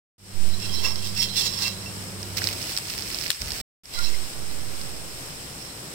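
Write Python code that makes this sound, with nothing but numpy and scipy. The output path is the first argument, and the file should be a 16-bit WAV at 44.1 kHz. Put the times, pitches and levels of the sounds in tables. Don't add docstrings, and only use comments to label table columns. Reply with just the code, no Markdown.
import sys
import numpy as np
from scipy import signal
from scipy.fft import rfft, irfft
from scipy.io import wavfile
from scipy.ndimage import uniform_filter1d

SR = 44100
rng = np.random.default_rng(int(sys.argv[2]) if len(sys.argv) > 2 else 0)


def gain_from_decibels(decibels):
    exponent = np.asarray(decibels, float) / 20
    return 10 ** exponent


def generate_wav(signal):
    frames = np.transpose(np.atleast_2d(signal))
    scaled = np.clip(frames, -1, 1) * 32767
    pcm = np.round(scaled).astype(np.int16)
    wavfile.write(sys.argv[1], SR, pcm)


N = 261954
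T = np.arange(N) / SR
HZ = np.arange(N // 2 + 1) * SR / N + 1


def curve(table, column):
    rows = np.array(table)
    return gain_from_decibels(np.interp(T, rows[:, 0], rows[:, column], left=-200, right=-200))


def shape(points):
    hz, db = np.transpose(points)
    return gain_from_decibels(np.interp(np.log(HZ), np.log(hz), db))


def colour(x, gain):
    return irfft(rfft(x) * gain, N)


def resonance(hz, width):
    return 1 / (1 + 1j * (HZ ** 2 - hz ** 2) / (HZ * width))


def causal(gain):
    cepstrum = irfft(np.log(gain), N)
    cepstrum[1:N // 2] *= 2
    cepstrum[N // 2 + 1:] = 0
    return np.exp(rfft(cepstrum))


# (frequency [Hz], level [dB])
LEFT_PORT = [(1000, -0.5), (2400, 0), (3000, 1), (3800, -5), (4500, -6.5), (4900, -21), (5200, -25),
             (5500, -29), (6000, -6.5), (7000, 1), (8200, 8), (9200, 1.5), (10300, -2), (14500, -6),
             (15600, -14)]
RIGHT_PORT = [(1000, -0.5), (2400, -0.5), (3000, -1.5), (4000, 3), (4700, 3.5), (5300, 9.5), (5800, 2.5),
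              (6700, -7), (7700, -26.5), (8200, -49), (8900, -33), (9600, -60.5), (10500, -13.5),
              (12500, -15), (15600, -7.5)]


def port_responses():
    lag_s = 0.0003615 / (1 + (700 / HZ) ** 2)
    left = causal(shape(LEFT_PORT)) * np.exp(-2j * np.pi * HZ * lag_s)
    right = causal(shape(RIGHT_PORT))
    return np.array([left, right]) * (HZ < 15800)


PORTS = port_responses()


def unit(x, lo_hz, hi_hz):
    middle = (rfft(x) * PORTS).mean(axis=0)
    band = middle[(HZ > lo_hz) & (HZ < hi_hz)]
    return x * N / np.sqrt(2 * np.sum(np.abs(band) ** 2))


def walk(rate):
    hold = int(SR / rate)
    steps = np.repeat(rng.standard_normal(N // hold + 1), hold)
    return 2.25 * uniform_filter1d(uniform_filter1d(steps, hold), hold)[:N]


def pair(alike):
    mid, side = rng.standard_normal((2, N))
    share = np.clip(alike, 0, 1)
    return colour(mid, np.sqrt(1 + share)) + colour(side, np.sqrt(1 - share)) * np.array([[1], [-1]])


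def grains(rate, spread_db):
    happens, luck = rng.random((2, N))
    size = (happens < rate / SR) * gain_from_decibels(-spread_db * np.log(1 - .97 * luck))
    return size * rng.standard_normal((2, N))


def pan(db):
    return gain_from_decibels(np.array([[db], [-db]]) / 2)


def between(start, end, edge):
    return np.clip(np.minimum(T - start, end - T) / edge + .5, 0, 1)


# (time [s], level [dB])
FRY = [(2.2, -54), (2.355, -58), (2.372, -32.5), (2.388, -32), (2.4, -45), (2.44, -36), (2.55, -44.5),
       (2.72, -39), (2.82, -52), (2.9, -40.5), (3.03, -44), (3.21, -39.5), (3.298, -43), (3.308, -34.5),
       (3.39, -60), (3.41, -43), (3.62, -41.5)]


def fry():
    clicks = grains(rate=700., spread_db=4.8)
    burst = np.exp(-T[:300] / 0.00089) * rng.standard_normal(300)
    crackle = signal.fftconvolve(clicks, burst[None], axes=1)[:, :N]
    mix = crackle / crackle.std() + 0.76 * pair(.2)
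    tone = shape([(700, -22.5), (2000, -3.0), (4000, -1.5), (8000, -3), (15000, 1.5)])
    return unit(colour(mix, tone) * pan(-6.5), 4500, 6900) * curve(FRY, column=1)


# (time [s], level [dB])
HISS = [(.18, -47), (.83, -46.5), (1.8, -46.5), (2.34, -47), (2.39, -43.5), (3.62, -45.5), (3.84, -44.5),
        (4.1, -46), (5.95, -47.5)]


def hiss():
    fizz = grains(rate=820.0, spread_db=2.0)
    steam = pair(0.33) * gain_from_decibels(0.51 * walk(12))
    mix = steam + .5 * fizz / fizz.std()
    return unit(colour(mix, 1 / (1 + (900 / HZ) ** 3)), 7300, 9480) * curve(HISS, column=1)


# (time [s], relative level [dB], left minus right [dB], centre frequency [Hz])
SPITS = [(0.957, -23.5, -8, 4910), (1.2285, -25, -11, 5350), (1.6794, -22.5, -17, 5220),
         (2.2286, -23, -6, 5300), (2.3725, -21, -12, 5000), (2.381, -20, -5, 5020),
         (2.418, -21, -8.5, 1780), (2.4406, -14, -5, 5180), (2.4713, -13, -8, 4560),
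         (2.5316, -18.5, -3, 7970), (2.6264, -24, -7, 5410), (2.7646, -22, -13, 4980),
         (2.7739, -10.5, 3.5, 4730), (2.784, -15.5, -3, 8440), (2.8983, -21.5, -3, 5440),
         (2.9864, -21, -5, 5160), (3.022, -23, -6, 5000), (3.1447, -18.5, -7, 5070),
         (3.1857, -22.5, -9.5, 5080), (3.211, -21.5, -6.5, 5000), (3.2228, -23, -6, 4800),
         (3.256, -24.5, -5, 4500), (3.2612, -18, -4, 2300), (3.266, -21.5, -7, 4800),
         (3.3024, -5.5, 7, 4020), (3.3132, -19, 7, 3500), (3.4172, -16, 0, 5500), (3.5047, -19, -2.5, 4790),
         (3.5182, -17, 2, 5330), (3.8551, -20, -4, 5460), (3.937, -20, 4, 4470), (3.9883, -18.5, 5, 4500),
         (4.813, -28.5, -8, 4960)]


def spits():
    left_lead_s = .00011
    spray_t60_s = 0.019
    out = np.zeros((2, N + 2000))
    t = T[:2000] - .0012 + np.array([[left_lead_s], [0]])
    spray = rng.standard_normal((len(SPITS), 2, 2000))
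    for (s, db, pan_db, hz), noise in zip(SPITS, spray):
        i = int(s * SR)
        click = 1.15 * np.exp(-(0.84 * hz * t) ** 2) * np.cos(2 * np.pi * hz * t + .6)
        edge = gain_from_decibels(-4) * np.exp(-(t / .00002) ** 2)
        tail = 0.44 * noise * np.exp(-np.log(1000) * t / spray_t60_s) * (t > 0)
        out[:, i:i + 2000] += gain_from_decibels(db) * pan(pan_db) * (click + edge + tail)
    tone = shape([(500, -11), (1500, 1.5), (3000, 1), (8000, 0.0), (15000, 1)])
    return colour(out[:, :N], causal(tone))


# (peak time [s], rise per 20 dB [s], fall per 20 dB [s],
# relative level [dB], drive of the pan body above it [dB])
SCRAPE = [(.8, .38, .1, -34, -12), (.85, .03, .11, -28, -4), (.97, .03, .2, -44, -12),
          (1.056, .08, .1, -33.5, -14.5), (1.178, .06, .15, -34, -15), (1.228, .1, .09, -28.5, -24),
          (1.368, .035, .15, -26.5, -23), (1.415, .08, .06, -23.5, -22.5), (1.464, .05, .04, -27, -14),
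          (1.666, .45, .09, -30, -10.5), (1.85, .3, .1, -47.5, -4), (3.945, .04, .5, -39.5, -6.5),
          (4.03, .06, 0.2, -36, -13.5), (5.65, .1, .15, -48.5, -8)]


def strokes():
    push, body = 0, 0
    for s, rise, fall, db, body_db in SCRAPE:
        away = np.maximum((s - T) / rise, (T - s) / fall)
        power = gain_from_decibels(2 * (db - 20 * np.minimum(away, 10)))
        push = push + power
        body = body + power * gain_from_decibels(2 * body_db)
    return np.sqrt(push), np.sqrt(body)


# (frequency [Hz], width [Hz], relative level [dB])
BLADE = [(2050, 200, -15), (2710, 90, -6), (3208, 65, -3.5), (3480, 80, -10.5), (4020, 77, -5.5),
         (4115, 55, -9), (4470, 60, -12.5), (4780, 79, -13), (5180, 29, -15), (5400, 110, -9.5),
         (6830, 27, -2), (7150, 34, -12.5), (7510, 89, -8), (10400, 67, -3.5), (11240, 100, -13.5)]
PAN_BODY = [(480, 200, -3.5), (1065, 300, 3), (1602, 68, 1), (1950, 200, 0)]


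def scrape():
    jerks = grains(rate=1200., spread_db=3.0)
    rub = (jerks / jerks.std() + 1.1 * pair(.37)) * gain_from_decibels(0.85 * walk(60))
    push, drone = strokes()
    blade = 0
    for hz, width, db in BLADE:
        feed = rub * push * gain_from_decibels(3.5 * walk(24.96))
        blade = blade + gain_from_decibels(db) * colour(feed, resonance(hz, width))
    grit_tone = shape([(1500, -28.5), (3500, -10.5), (6000, -9), (9000, -11.0), (15000, -8)])
    grit = colour(rub * push, grit_tone)
    steel = unit((blade + grit) * pan(-8.5), 2500, 6000) * np.sqrt(np.mean(push ** 2)) * gain_from_decibels(1.5)
    body_tone = sum(gain_from_decibels(db) * resonance(hz, width) for hz, width, db in PAN_BODY)
    body = unit(colour(rub, body_tone), 900, 2200) * drone * gain_from_decibels(-5.0) * pan(-2.5)
    return steel + body


# (time [s], rise [s], time to fall 60 dB [s], frequency [Hz], level [dB])
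SINGS = [(0.844, .008, 0.21, 2710, -26), (.848, 0.0036, 0.038, 5520, -23.5), (1.15, 0.036, .4, 5400, -35.5),
         (1.501, 0.07, 0.54, 5400, -42), (1.597, 0.065, 0.22, 2710, -32), (1.6, 0.027, 0.51, 3970, -34.5),
         (1.859, 0.0033, 0.18, 2710, -38.5), (3.941, 0.021, 0.26, 4020, -36), (3.95, 0.021, .3, 2050, -41),
         (3.968, 0.026, 0.18, 1412, -29)]


def sings():
    out = 0
    for s, rise, t60, hz, db in SINGS:
        t = np.maximum(T - s, 0)
        fall = np.exp(-np.log(1000) * np.maximum(t - rise, 0) / t60)
        swell = np.minimum(t / rise, 1) * fall
        tone = np.sin(2 * np.pi * hz * t) * gain_from_decibels(1.9 * walk(90))
        out = out + gain_from_decibels(db) * swell * tone * pan(-7.5)
    return out


# (frequency [Hz], relative level [dB], width of the waver [Hz])
HUM_LINES = [(98.7, 0.5, 2.4), (181.2, -9, 10), (198, -5, 4.5), (295, -33.5, 6), (373, -15, 15)]


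def hum():
    level_db, throb_db, throb_s, throb_peak_s = -39.5, 1.5, 0.6, 0.57
    weakens_s, upper_earlier_s, weakens_db, stops_s = 2.65, 0.36, -9.5, 3.27
    lines = 0
    for hz, db, width in HUM_LINES:
        waver = colour(rng.standard_normal(N), resonance(hz, width) ** 2)
        tone = np.sin(2 * np.pi * hz * T) + .15 * waver / waver.std()
        start = weakens_s - upper_earlier_s * (hz > 150)
        lines = lines + gain_from_decibels(db + weakens_db * between(start, 7, .2)) * tone
    throb = throb_db * np.cos(2 * np.pi * (T - throb_peak_s) / throb_s)
    return lines * gain_from_decibels(level_db + throb) * between(0, stops_s, .08) * pan(-5.5)


# (time [s], rumble level [dB], deep rumble level [dB])
KITCHEN = [(.18, -49.5, -50), (.8, -47.5, -49.5), (1.15, -49.5, -51), (2.3, -45.5, -52), (2.44, -43.5, -49),
           (2.75, -47.5, -53), (2.82, -49.5, -50), (3.3, -47, -49), (3.44, -45, -41.5), (3.62, -47, -45.5),
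           (3.84, -49.5, -50), (4.25, -49.5, -50), (4.4, -47.5, -48), (5.95, -47.5, -54)]
# (frequency [Hz], level per Hz [dB])
RUMBLE = [(12, -33), (20, -1), (32, -24.5), (60, -8.5), (86, -5), (145, -6), (226, -15.5), (318, -14.5),
          (874, -21), (2500, -26.5), (3250, -36.5), (5500, -120)]


def rumble():
    air_tone = shape(RUMBLE) / (1 + (HZ / 2500) ** 4) / (1 + (110 / HZ) ** 4)
    air = colour(pair(0.92 / (1 + (HZ / 800) ** 3)), air_tone)
    deep_tone = 1 / (1 + (HZ / 85) ** 6) / (1 + (45 / HZ) ** 2)
    deep = colour(pair(0.9 / (1 + (38 / HZ) ** 4)), deep_tone)
    air = unit(air, 250, 890) * gain_from_decibels(0.34 * walk(8.6)) * curve(KITCHEN, column=1) * pan(-0.97)
    deep = unit(deep, 40, 88) * curve(KITCHEN, column=2) * pan(-2.5)
    return (air + deep) * gain_from_decibels(-13 * between(3.31, 3.405, .012))


# (start [s], end [s], baseline swing start [s],
# swing size before leaking and rounding [full scale], swing rise [s])
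STRETCHES = [(.181, 3.614, .327, .358, .154), (3.835, 6, 3.929, .26, .217)]
FADE_IN_S = [0.28, .17]
FADE_FROM_DB = [-23.5, -19]


def stretches():
    settle_s, left_share = .205, .05
    on, fade, swing = 0, 0, 0
    for (start, end, swing_s, size, rise), fade_s, from_db in zip(STRETCHES, FADE_IN_S, FADE_FROM_DB):
        inside = (T >= start) & (T < end)
        on = on + 1. * inside
        fade = fade + inside * np.minimum(gain_from_decibels(from_db) + (T - start) / fade_s, 1)
        t = np.maximum(T - swing_s, 0) / rise
        swing = swing + size * (t * np.exp(1 - t)) ** 2
    keep = np.exp(-1 / (settle_s * SR))
    swing = signal.lfilter([keep, -keep], [1, -keep], swing) * np.array([[left_share], [1]])
    return on, fade, swing


def scene():
    return fry() + hiss() + spits() + scrape() + sings() + hum() + rumble()


def top_cut(x):
    return signal.sosfilt(signal.butter(12, 16990, fs=SR, output="sos"), x)


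def record(dry):
    on, fade, swing = stretches()
    rounded = np.tanh(colour(dry, PORTS) * fade + swing)
    mix = rounded * uniform_filter1d(on, size=80)
    return top_cut(mix)


dry = scene()
out = record(dry)
generate_wav(out)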